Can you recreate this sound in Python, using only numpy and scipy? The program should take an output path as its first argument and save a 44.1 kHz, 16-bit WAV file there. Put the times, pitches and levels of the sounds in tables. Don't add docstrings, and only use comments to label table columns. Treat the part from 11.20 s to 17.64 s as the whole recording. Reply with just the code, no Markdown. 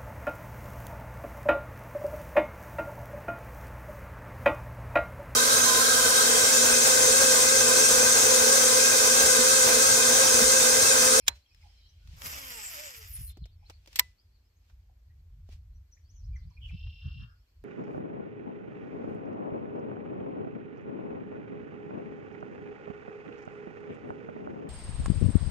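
import sys
import numpy as np
from scipy import signal
from scipy.fft import rfft, irfft, next_fast_len
from scipy.io import wavfile
from scipy.ndimage import uniform_filter1d, map_coordinates

SR = 44100
rng = np.random.default_rng(int(sys.argv[2]) if len(sys.argv) > 2 else 0)


def dump(signal):
    limited = np.clip(np.atleast_2d(signal).T, -1, 1)
    pcm = np.round(limited * 32767).astype(np.int16)
    wavfile.write(sys.argv[1], SR, pcm)


N = 284004
T = np.arange(N) / SR

# time_s, level_db
PAYOUT_LEVEL = [(0.96, -67.5), (1.058, -43), (1.088, -46), (1.656, -47.5), (1.978, -59.5), (1.998, -55),
                (2.064, -67), (2.1, -66), (2.14, -54)]
LINE_STOP_S, LINE_BRAKING_S = 2.14, 0.035
def payout():
    level_db, = curves(PAYOUT_LEVEL)
    braking = np.clip((LINE_STOP_S - T) / LINE_BRAKING_S, 0, 1) ** 2
    return during(PAYOUT_LEVEL) * amp(level_db) * braking


# time_s, rate_hz
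COIL_RATE = [(1, 330), (1.22, 275), (1.36, 229), (1.44, 199), (1.53, 172), (1.57, 140), (1.63, 155),
             (1.76, 115), (1.9, 98)]
# frequency_hz, gain_db
HISS_SPECTRUM = [(400, -14.5), (700, -12), (1200, -4), (1750, 3), (2700, 1.5), (3400, -3), (4200, -6.5),
                 (5100, 3.5), (6300, -2.5), (7700, -1), (9000, -11.5), (10500, -38), (12000, 1.5),
                 (15500, -22)]
# frequency_hz, gain_db
FLUTTER_SPECTRUM = [(120, 4), (250, -5), (360, -8), (550, 3), (800, -1.5), (1300, 6), (1900, -12)]
# frequency_hz, correlation
LINE_CORRELATION = [(250, 1), (700, -0.096), (1700, -0.82), (2300, 0.38), (2900, 0.83), (3500, -0.24),
                    (4100, -0.67), (5000, 0.66), (6000, 0.51), (7600, 0.37), (8400, -0.23)]
# harmonic, gain_db
HUM_HARMONICS = [(1, 6.5), (2, -15.5), (3, -28), (4, -2.5), (6, -10.5), (8, -5), (12, -1.5)]
# frequency_hz, gain_db
ROD_RESPONSE = [(110, -41), (260, -17.5), (340, -26), (430, 7.5), (600, 5), (900, -4.5), (1150, -12.5),
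                (1400, 6.5), (1650, -30), (2300, -12), (3500, 0)]
# peak_s, half_width_s, gain_db
HUM_SWELLS = [(1.22, 0.092, -45.5), (1.375, 0.07, -45.5), (1.6, 0.1, -49), (1.8, 0.046, -65.5)]
FLUTTER_DB, FLUTTER_FADE_DB_PER_S = -2, 29
def line():
    coil_hz, = curves(COIL_RATE)
    phase = turns(coil_hz * (1 + .015 * wobble(130)))
    brush = unit(amp(2 * np.cos(phase) + 1.3 * wobble(700) + wobble(70)))
    hiss = amp(1.5) * noise(HISS_SPECTRUM, LINE_CORRELATION)
    hiss = hiss + .4 * np.array([np.interp(T - 1 / coil_hz, T, side) for side in hiss])
    flutter_db = FLUTTER_DB - FLUTTER_FADE_DB_PER_S * np.abs(T - COIL_RATE[0][0])
    flutter = amp(flutter_db) * noise(FLUTTER_SPECTRUM, LINE_CORRELATION) * pan(-2.5)
    hum = 0
    for harmonic, db in HUM_HARMONICS:
        hz = harmonic * coil_hz
        spread = np.minimum(hz / 600, 1) * np.array([[0], [1.6]])
        waver_db = 2.5 * wobble(30)
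        hum = hum + amp(db + along(ROD_RESPONSE, hz) + waver_db) * np.sin(harmonic * phase + spread)
    friction = payout() * brush * amp(0.97 * wobble(35.09)) * (hiss + flutter)
    return friction + swells(HUM_SWELLS) * amp(-6.5) * hum * pan(-8.5)


# start_s, length_s, first_hz, last_hz, level_db
RING_TONES = [(1.296, 0.15, 7900, 7600, -48), (1.412, 0.1, 7620, 7400, -40.5),
              (1.624, 0.083, 7450, 7300, -46.5), (1.86, 0.11, 14500, 12350, -53),
              (1.924, 0.065, 11000, 9530, -43), (1.973, 0.15, 10200, 9840, -49)]
# start_s, length_s, level_db
SLACK_DRAGS = [(.96, .19, -70), (1.852, 0.262, -56.5)]
def guides():
    sing = np.zeros((2, N))
    for start, length, first_hz, last_hz, db in RING_TONES:
        progress = np.linspace(0, 1, int(length * SR))
        hz = first_hz + (last_hz - first_hz) * progress
        smear = np.clip(hz / 7000 - 1, .05, .6) * .07 * wobble(1500, len(hz))
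        add(sing, start, amp(db) * np.sin(np.pi * progress) * narrow(hz * (1 + smear), width_hz=970))
    drags = sum(amp(db) * held(start, length, edge=.04) for start, length, db in SLACK_DRAGS)
    contact = amp(-4) * payout() + drags
    flicker = amp(2 * wobble(150) + 2.4 * wobble(18))
    skim = noise([(7500, -44), (9200, -41), (10400, 4.5), (11300, 6), (12500, 0.5), (14000, 2.5),
                  (15500, -10.5)])
    return sing + contact * flicker * skim


# start_s, gain_db, crack_t60_s, rise_s, left_lead_ms
OPENING_CONTACTS = [(.0655, -37, 0.063, 0.0059, -0.05), (.074, -28, 0.046, 0.0016, -0.038),
                    (.0803, -11, 0.023, 0.00023, -0.24), (.0829, -13, 0.023, 0.00014, -0.51)]
# start_s, gain_db, crack_t60_s, rise_s, left_lead_ms
CLOSING_CONTACTS = [(2.758, -31, 0.055, .0003, .1), (2.7885, -15, .03, .005, .1),
                    (2.7946, -12, 0.021, .0002, 0.13)]
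# pitch_hz, base_width_hz, relative_db
LATCH_MODES = [(1710, 120, -6.5), (2393, 89, -9.5), (3339, 96, -3), (3820, 81, -4), (5270, 170, 2.5),
               (7000, 92, -11), (6620, 300, -4), (7200, 350, 4), (8150, 180, -6), (11080, 98, -11.5),
               (11700, 240, -17), (13250, 95, -16.5), (13400, 200, -14.5), (14700, 120, -18.5)]
# pitch_hz, base_width_hz, relative_db
STOP_MODES = [(997, 12, -16), (2120, 140, -4.5), (2815, 210, -10.5), (3840, 80, -8.5), (5600, 33, -6.5),
              (5280, 70, -8), (6700, 47, -14.5), (7100, 300, -14), (8120, 100, -9), (10070, 510, -15.5),
              (10305, 220, -14), (12600, 90, -13), (13460, 130, -8), (12800, 60, 4.5)]
# frequency_hz, gain_db
LATCH_SPECTRUM = [(240, -54.5), (400, -40), (1070, -10.5), (1380, -25), (1820, -9), (1990, -10), (3110, -5),
                  (3740, -5.5), (4490, -11.5), (7440, -5.5), (9070, -19), (14100, -17), (15500, -19.5)]
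# frequency_hz, gain_db
STOP_SPECTRUM = [(240, -47.5), (400, -26), (809, -25), (957, -17.5), (1190, -23.5), (2090, 0), (3510, -4.5),
                 (4160, -1.5), (7210, -8.5), (7910, -2.5), (10100, -16), (13100, -5), (15500, -14.5)]
# pitch_hz, gain_db, t60_s
SPRING_MODES = [(587, -42, 0.29), (940, -28.5, 0.12), (1130, -39.5, .07), (4120, -33.5, 0.19)]
# pitch_hz, gain_db, t60_s
WIRE_MODES = [(978, -31.5, .08), (2000, -34, 0.22), (4030, -38, .08)]
# frequency_hz, gain_db
HANDLE_SPECTRUM = [(60, -35), (140, -16.5), (260, -6.5), (500, -4), (950, 0), (1800, 0.5), (4000, -11.5),
                   (15000, -36.5)]
def bail(contacts, reel_modes, crack_spectrum, steel_modes,
         crack_db, reel_db, damping, handle_db, handle_t60):
    out, size = np.zeros((2, N)), SR // 3
    t = np.arange(size) / SR
    gains = unit(amp([level for _, _, level in reel_modes])) / np.sqrt(len(reel_modes))
    for start, db, crack_t60, rise, lead_ms in contacts:
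        reel = 0
        for gain, (hz, width_hz, _) in zip(gains, reel_modes):
            phase = 2 * np.pi * (hz * t + rng.random()) + rng.normal(0, .7, (2, 1))
            mode_t60 = np.log(1000) / (np.pi * width_hz * damping)
            reel = reel + gain * np.sin(phase) * fade(t, mode_t60, rise)
        crack = noise(crack_spectrum, [(1000, 0.079), (3000, 0.45)], size) * fade(t, crack_t60, rise)
        steel = sum(amp(level) * np.sin(2 * np.pi * hz * t + np.array([[0], [1.5]])) * fade(t, t60)
                    for hz, level, t60 in steel_modes)
        handle = noise(HANDLE_SPECTRUM, [(250, 0.39), (700, -.4), (3000, 0.9)], size)
        handle *= fade(t, handle_t60, rise) * pan(-10.5)
        hit = amp(crack_db) * crack + amp(reel_db) * reel + steel + amp(handle_db) * handle
        advance_s = lead_ms / 1000 * np.array([[.5], [-.5]])
        add(out, start, amp(db) * filtered(hit, lambda hz: np.exp(2j * np.pi * hz * advance_s)))
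    return out


# start_s, tick_db, knock_db, knock_hz, t60_s
LIGHT_TAPS = [(0.347, -52.5, -85, 695, .0092), (0.874, -54.5, -66, 1410, .022),
              (1.019, -35.5, -48, 1530, .019), (1.06, -31, -43, 840, .0083), (1.067, -42, -56, 625, .04),
              (2.171, -57, -47.5, 370, .041), (2.256, -55, -58, 575, .04), (2.498, -46, -45.5, 913, 0.049),
              (2.66, -53.5, -59.5, 901, .02), (2.674, -52, -56, 554, .057), (2.729, -48, -56.5, 1516, .025),
              (3.497, -70, -67.5, 1394, .072), (4.29, -64.5, -53.5, 405, .0365),
              (5.505, -72, -60.5, 1450, .046), (5.669, -82, -65, 1570, 0.055)]
def taps():
    out, size = np.zeros((2, N)), SR // 5
    t = np.arange(size) / SR
    for start, tick_db, knock_db, hz, t60 in LIGHT_TAPS:
        tick = noise([(800, -17), (2500, 2.5), (5500, 0.5), (8000, -8.5), (15000, -14)], size=size)
        knock_spectrum = [(hz / 4, -18), (hz * 0.44, -2), (hz, 0), (hz * 2, -13), (hz * 6, -40)]
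        knock = noise(knock_spectrum, [(300, 1), (900, 0)], size)
        add(out, start, (amp(tick_db) * tick + amp(knock_db) * knock * pan(-1)) * fade(t, t60))
    return out


# start_s, squeak_db, flick_db
SQUEAKS = [(1.935, -71, -63), (2.063, -61.5, -55), (2.203, -68, -58.5)]
SQUEAK_S, SQUEAK_HZ, FLICK_AFTER_S, FLICK_S, FLICK_END_HZ = 0.053, 4175, .032, 0.016, 2900
def squeaks():
    out = np.zeros((2, N))
    for start, squeak_db, flick_db in SQUEAKS:
        squeak = note(SQUEAK_S, [SQUEAK_HZ, SQUEAK_HZ], rasp=.15)
        flick = note(FLICK_S, [SQUEAK_HZ, FLICK_END_HZ], rasp=0.98)
        add(out, start, amp(squeak_db) * squeak * pan(3.5))
        add(out, start + FLICK_AFTER_S, amp(flick_db) * flick * pan(1.6))
    return out


# harmonic, gain_db
BUZZ_HARMONICS = [(6, -27), (7, 1), (8, -5.5), (9, -12.5), (10, -17.5), (11, -44), (12, -44)]
TRILL_START_S, TRILL_LENGTH_S, SYLLABLES_PER_S = 5.501, 0.559, 32.47
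BUZZ_HZ, BUZZ_START_HZ, BUZZ_SETTLE_S = 393, 374, 0.065
def blackbird():
    t = np.maximum(T - TRILL_START_S, 0)
    buzz_hz = BUZZ_HZ + (BUZZ_START_HZ - BUZZ_HZ) * np.exp(-t / BUZZ_SETTLE_S)
    syllable = np.abs(np.sin(np.pi * SYLLABLES_PER_S * t))
    phase = turns(buzz_hz * (1 + 0.018 * (syllable - .75) + 0.00667 * wobble(270)))
    buzz = 0
    for harmonic, db in BUZZ_HARMONICS:
        arch = syllable ** (.7 + .3 * abs(harmonic - 7))
        buzz = buzz + amp(db + 1.5 * wobble(60)) * arch * np.sin(harmonic * phase + .4 * wobble(400))
    pip = amp(-10.5) * (1 - syllable) ** 2 * narrow(np.full(N, 5330.), width_hz=260) * pan(4.5)
    rasp_spectrum = [(1200, -60), (2100, -14), (2700, 0), (4000, -2), (5400, -3), (6200, -25),
                     (7500, -60)]
    rasp = amp(-11) * np.sqrt(syllable) * noise(rasp_spectrum)
    return held(TRILL_START_S, TRILL_LENGTH_S, edge=0.023) * amp(-58) * (amp(3) * buzz + pip + rasp)


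# start_s, length_s, first_hz, middle_hz, last_hz, level_db, rasp_share
SONGBIRD_SLURS = [(0.316, 0.064, 5565, 5380, 4450, -72, 0.23), (.408, 0.021, 5530, 5020, 4400, -72, .05),
                  (0.677, .043, 4800, 5980, 4840, -72.5, .45), (2.447, 0.042, 3970, 4270, 5220, -65, .4),
                  (2.518, 0.051, 3980, 4470, 4800, -69, .6), (2.97, 0.054, 4120, 4700, 5450, -72.5, .55),
                  (3.129, 0.065, 5010, 4353, 4000, -77, .55), (3.353, .035, 5600, 6450, 6960, -79, 0.07),
                  (4.53, .066, 6950, 5800, 7430, -81, 0.22), (4.71, .046, 6950, 5790, 6980, -64.5, .05),
                  (4.743, 0.024, 6370, 6870, 6780, -71, 0.1), (4.821, .08, 4300, 4560, 5030, -78.5, 0.2),
                  (4.879, .05, 4640, 5880, 7270, -68.5, 0.2), (4.921, .11, 6720, 6090, 5130, -69.5, 0.85),
                  (5.029, 0.043, 4650, 5310, 7000, -71, 0.03), (5.15, 0.033, 7300, 5950, 5000, -69.5, .1),
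                  (5.178, .04, 4940, 4700, 4170, -75, 0.7), (5.295, 0.024, 7080, 5590, 4630, -75, 0.1)]
# start_s, length_s, first_hz, last_hz, level_db, rasp_share
REED_CALLS = [(0.251, 0.027, 3320, 3140, -70, 0.3), (0.3, 0.038, 2600, 2430, -68.5, .05),
              (.392, 0.49, 3220, 3050, -74.5, 0.5), (0.559, 0.18, 3966, 3880, -71, 0.09),
              (0.779, .13, 1490, 1420, -79, .15), (3.89, 0.038, 1797, 2038, -76.5, 0.36),
              (4.763, 0.026, 1827, 2435, -69, 0.83), (5.118, 0.057, 2410, 2290, -68, 0.29),
              (5.155, .019, 2127, 1930, -56, 0.34), (5.157, 0.031, 1692, 1300, -70, .95),
              (5.363, 0.03, 2400, 2457, -60, 0.49), (5.403, .092, 3210, 2795, -52, .86),
              (5.481, 0.033, 2490, 2300, -54.5, 0.56), (5.786, .17, 1450, 1416, -70.5, 0.89),
              (5.97, .12, 1460, 1412, -66, .92), (6.058, 0.095, 1432, 1460, -65.5, 0.5)]
def birds():
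    out = np.zeros((2, N))
    for calls, left_db in [(SONGBIRD_SLURS, 4), (REED_CALLS, -.8)]:
        for start, length, *pitches, db, rasp in calls:
            add(out, start, amp(db) * note(length, pitches, rasp) * pan(left_db))
    return out


# start_s, length_s, pitch_hz, level_db, left_over_right_db
HULL_PLOPS = [(0.424, 0.062, 820, -67, -12), (2.42, .027, 820, -66.5, -1), (3.692, 0.013, 746, -67.5, -2),
              (5.303, 0.026, 1001, -76, -20)]
def plops():
    out = np.zeros((2, N))
    for start, length, hz, db, left_db in HULL_PLOPS:
        add(out, start, amp(db) * note(length, [hz * 1.07, hz * .93], rasp=.3) * pan(left_db))
    return out


# time_s, level_db
CHORUS_LEVEL = [(0, -71.5), (2.2, -76.5), (2.8, -80.5), (3.8, -90.5), (4.6, -89.5), (5.3, -77), (6.44, -82)]
def chorus():
    level_db, = curves(CHORUS_LEVEL)
    bands = 0
    for hz, db in [(2400, -3.5), (3150, -4), (4350, 1.5), (5200, -2.5)]:
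        flicker = amp(db + 5 * wobble(30))
        bands = bands + flicker * narrow(hz * (1 + .03 * wobble(70)), width_hz=550)
    return amp(level_db) * unit(bands)


TWITTER_PER_S, TWITTER_HZ, TWITTER_S = 3, 4600, .04
def twitter():
    out = np.zeros((2, N))
    level_db, = curves(CHORUS_LEVEL)
    for when, *chance in rng.random((int(TWITTER_PER_S * N / SR), 6)):
        height, side, *bends = 2 * np.array(chance) - 1
        pitches = TWITTER_HZ * np.exp(.18 * height + .12 * np.array(bends))
        slur = note(TWITTER_S, pitches, rasp=.45) * pan(7 * side)
        add(out, when * N / SR, amp(level_db[int(when * N)] - 2.5) * slur)
    return out


# peak_s, rise_s, fall_s, level_db
SLEEVE_STROKES = [(.16, .03, 0.055, -61), (.45, .3, 0.55, -68.5), (.93, 0.13, 0.7, -62),
                  (2.489, .06, .15, -68.5), (2.78, 0.12, 0.13, -55), (3.49, 0.15, 0.16, -76),
                  (4.329, 0.055, .05, -60), (5.49, 0.099, 0.074, -69)]
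# frequency_hz, gain_db
CLOTH_SPECTRUM = [(200, -8), (700, -1.5), (1200, -5.5), (2500, 4), (5500, 1), (7500, -5), (10000, -10.5),
                  (12000, -14), (15500, -17)]
STROKE_DEPTH_DB = 20
def sleeve():
    strokes = sum(amp(db - STROKE_DEPTH_DB * np.maximum((peak - T) / rise, (T - peak) / fall))
                  for peak, rise, fall, db in SLEEVE_STROKES)
    return strokes * amp(0.6 * wobble(120)) * noise(CLOTH_SPECTRUM)


# time_s, strength_db
GUSTS = [(0.0, -72), (0.11, -47), (0.27, -75.5), (0.36, -54), (0.63, -60), (0.99, -47.5), (1.02, -53.5),
         (1.72, -64), (1.99, -38.5), (2.15, -52.5), (2.24, -38), (2.26, -49), (2.73, -59), (2.87, -49.5),
         (3.01, -75.5), (3.07, -56.5), (3.35, -67), (3.57, -52), (3.64, -60.5), (4.21, -47.5), (4.59, -49),
         (4.68, -64), (5.13, -37), (5.33, -53.5), (5.5, -37), (5.58, -46), (5.67, -35.5), (5.79, -57),
         (5.88, -33.5), (6.31, -70.5), (6.39, -53.5), (6.44, -52)]
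# frequency_hz, gain_db
RUMBLE_SPECTRUM = [(15, -44.5), (25, -20), (33, -9), (42, 2.5), (52, 4.5), (66, 2), (81, 3), (113, -11.5),
                   (160, -30.5), (260, -52), (700, -120)]
# frequency_hz, gain_db
BUFFET_SPECTRUM = [(70, -22.5), (115, 7.5), (160, 0.5), (220, -13.5), (330, -32), (600, -65), (1500, -120)]
# peak_s, half_width_s, level_db
AIR_THUMPS = [(.94, .08, -59), (1.06, 0.019, -45.5), (2.01, 0.017, -47.5), (2.224, 0.0064, -43.5),
              (5.27, 0.044, -54.5), (5.545, 0.017, -40.5), (5.87, 0.018, -40.5), (6.0, .06, -47)]
BUFFET_DB, BUFFET_AT_STRENGTH_DB, BUFFET_DB_PER_DB = -66.5, -44, 1.1
def wind():
    strength_db, = curves(GUSTS)
    rumble = amp(strength_db + wobble(11)) * noise(RUMBLE_SPECTRUM, [(60, 1), (150, 1)])
    buffet_db = BUFFET_DB + BUFFET_DB_PER_DB * (strength_db - BUFFET_AT_STRENGTH_DB)
    buffet = amp(buffet_db + 4.9 * wobble(18)) * noise(BUFFET_SPECTRUM, [(120, 0.96), (400, 1)])
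    thumps = swells(AIR_THUMPS) * noise(BUFFET_SPECTRUM, [(120, .55)])
    return rumble + buffet + thumps


# frequency_hz, t60_s
SHORE_DECAY = [(300, .35), (2500, .27), (6000, 0.33), (12000, 0.16)]
def shore(x):
    hz, t, spectra = signal.stft(rng.standard_normal((2, SR // 2)), SR, nperseg=256)
    decay = np.exp(-np.log(1000) * t / along(SHORE_DECAY, hz)[:, None])
    _, tail = signal.istft(spectra * decay, SR, nperseg=256)
    return signal.fftconvolve(x, tail / np.linalg.norm(tail[0]), axes=1)[:, :N]


# frequency_hz, gain_db
LAKE_SPECTRUM = [(120, -31.5), (200, -4), (1130, -13), (2250, -14), (3010, -16.5), (5110, -17.5),
                 (8350, -21), (9310, -37), (11400, -18), (13900, -21.5), (15500, -30.5)]
def lake():
    return amp(-79 + 0.38 * wobble(2.2)) * noise(LAKE_SPECTRUM, [(150, 0.99), (600, .05), (8000, 0.044)])


def note(length, pitches, rasp):
    progress = np.linspace(0, 1, int(length * SR))
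    glide = np.polyfit(np.linspace(0, 1, len(pitches)), pitches, len(pitches) - 1)
    hz = np.polyval(glide, progress)
    tone = np.sqrt(2) * np.sin(turns(hz) + np.array([[0], [.9]])) * amp(0.54 * wobble(150, len(hz)))
    voice = np.sqrt(1 - rasp) * tone + np.sqrt(rasp) * narrow(hz, 200 + 700 * rasp)
    return np.abs(np.sin(np.pi * progress)) ** 1.9 * voice


def noise(spectrum, correlation=((1000, 0),), size=N):
    def response(hz):
        angle = np.arccos(np.clip(along(correlation, hz), -1, 1)) / 2
        return amp(along(spectrum, hz)) * [np.cos(angle), np.sin(angle)]
    mid, side = filtered(rng.standard_normal((2, size)), response)
    return unit(np.array([mid + side, mid - side]))


def narrow(hz, width_hz):
    phase, size = turns(hz), len(hz)
    return unit(np.array([wobble(width_hz, size) * np.cos(phase) + wobble(width_hz, size) * np.sin(phase)
                          for _ in range(2)]))


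def filtered(x, response):
    size = x.shape[-1]
    padded = next_fast_len(size + 8192)
    return irfft(rfft(x, padded) * response(np.fft.rfftfreq(padded, 1 / SR)), padded)[..., :size]


def fade(t, t60, rise=0.000097):
    return np.exp(-np.log(1000) * t / t60) * (1 - np.exp(-t / rise))


def held(start, length, edge):
    return np.clip(np.minimum(T - start, start + length - T) / edge, 0, 1)


def swells(rows):
    return sum(amp(db) * np.exp(-((T - peak) / half_width) ** 2) for peak, half_width, db in rows)


def during(rows):
    return uniform_filter1d(1. * ((T > rows[0][0]) & (T < rows[-1][0])), size=400)


def curves(rows):
    times, *columns = np.transpose(rows)
    return [np.interp(T, times, column) for column in columns]


def along(points, hz):
    frequencies, values = np.transpose(points)
    return np.interp(np.log(hz + 1), np.log(frequencies + 1), values)


def wobble(rate, size=N):
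    knots = rng.standard_normal(int(size * rate / SR) + 4)
    return map_coordinates(knots, [np.arange(size) * rate / SR])


def turns(hz):
    return 2 * np.pi * np.cumsum(hz) / SR


def amp(db):
    return 10 ** (np.asarray(db) / 20)


def unit(x):
    return x / np.sqrt(np.mean(x ** 2) + 1e-20)


def pan(db):
    return amp([[db / 2], [-db / 2]])


def add(track, start, sound):
    part = track[:, max(round(start * SR), 0):][:, :sound.shape[-1]]
    part += sound[..., :part.shape[1]]


def scene():
    opening = bail(OPENING_CONTACTS, LATCH_MODES, LATCH_SPECTRUM, SPRING_MODES,
                   crack_db=-4.5, reel_db=5.5, damping=1.4, handle_db=-33, handle_t60=0.13)
    closing = bail(CLOSING_CONTACTS, STOP_MODES, STOP_SPECTRUM, WIRE_MODES,
                   crack_db=3, reel_db=5, damping=3.4, handle_db=-21.5, handle_t60=.05)
    tackle = opening + closing + taps() + line() + guides()
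    around = birds() + squeaks() + twitter() + blackbird() + plops()
    reflections = shore(amp(-40.5) * tackle + amp(-5.5) * around)
    return tackle + around + reflections + chorus() + sleeve() + lake() + wind()


# frequency_hz, mid_db, side_db
TREBLE_WIDTH = [(8550, 0, 0.5), (9120, -4.5, 7.5), (9400, -30.5, 7.5), (9320, -33.5, 4), (10450, -2, 6),
                (11400, -1.5, 2), (12100, 0.5, -23), (14400, 4, -22), (15000, -3.5, 3.5)]
BAND_LIMIT_HZ = 15850
def record(dry):
    frequencies, *gains_db = np.transpose(TREBLE_WIDTH)
    mid_side = np.array([dry[0] + dry[1], dry[0] - dry[1]]) / 2
    mid, side = filtered(mid_side, lambda hz: amp([np.interp(hz, frequencies, db) for db in gains_db]))
    left_right = np.array([mid + side, mid - side])
    return filtered(left_right, lambda hz: .5 - .5 * np.tanh((hz - BAND_LIMIT_HZ) / 120))


dry = scene()
out = record(dry)
dump(out)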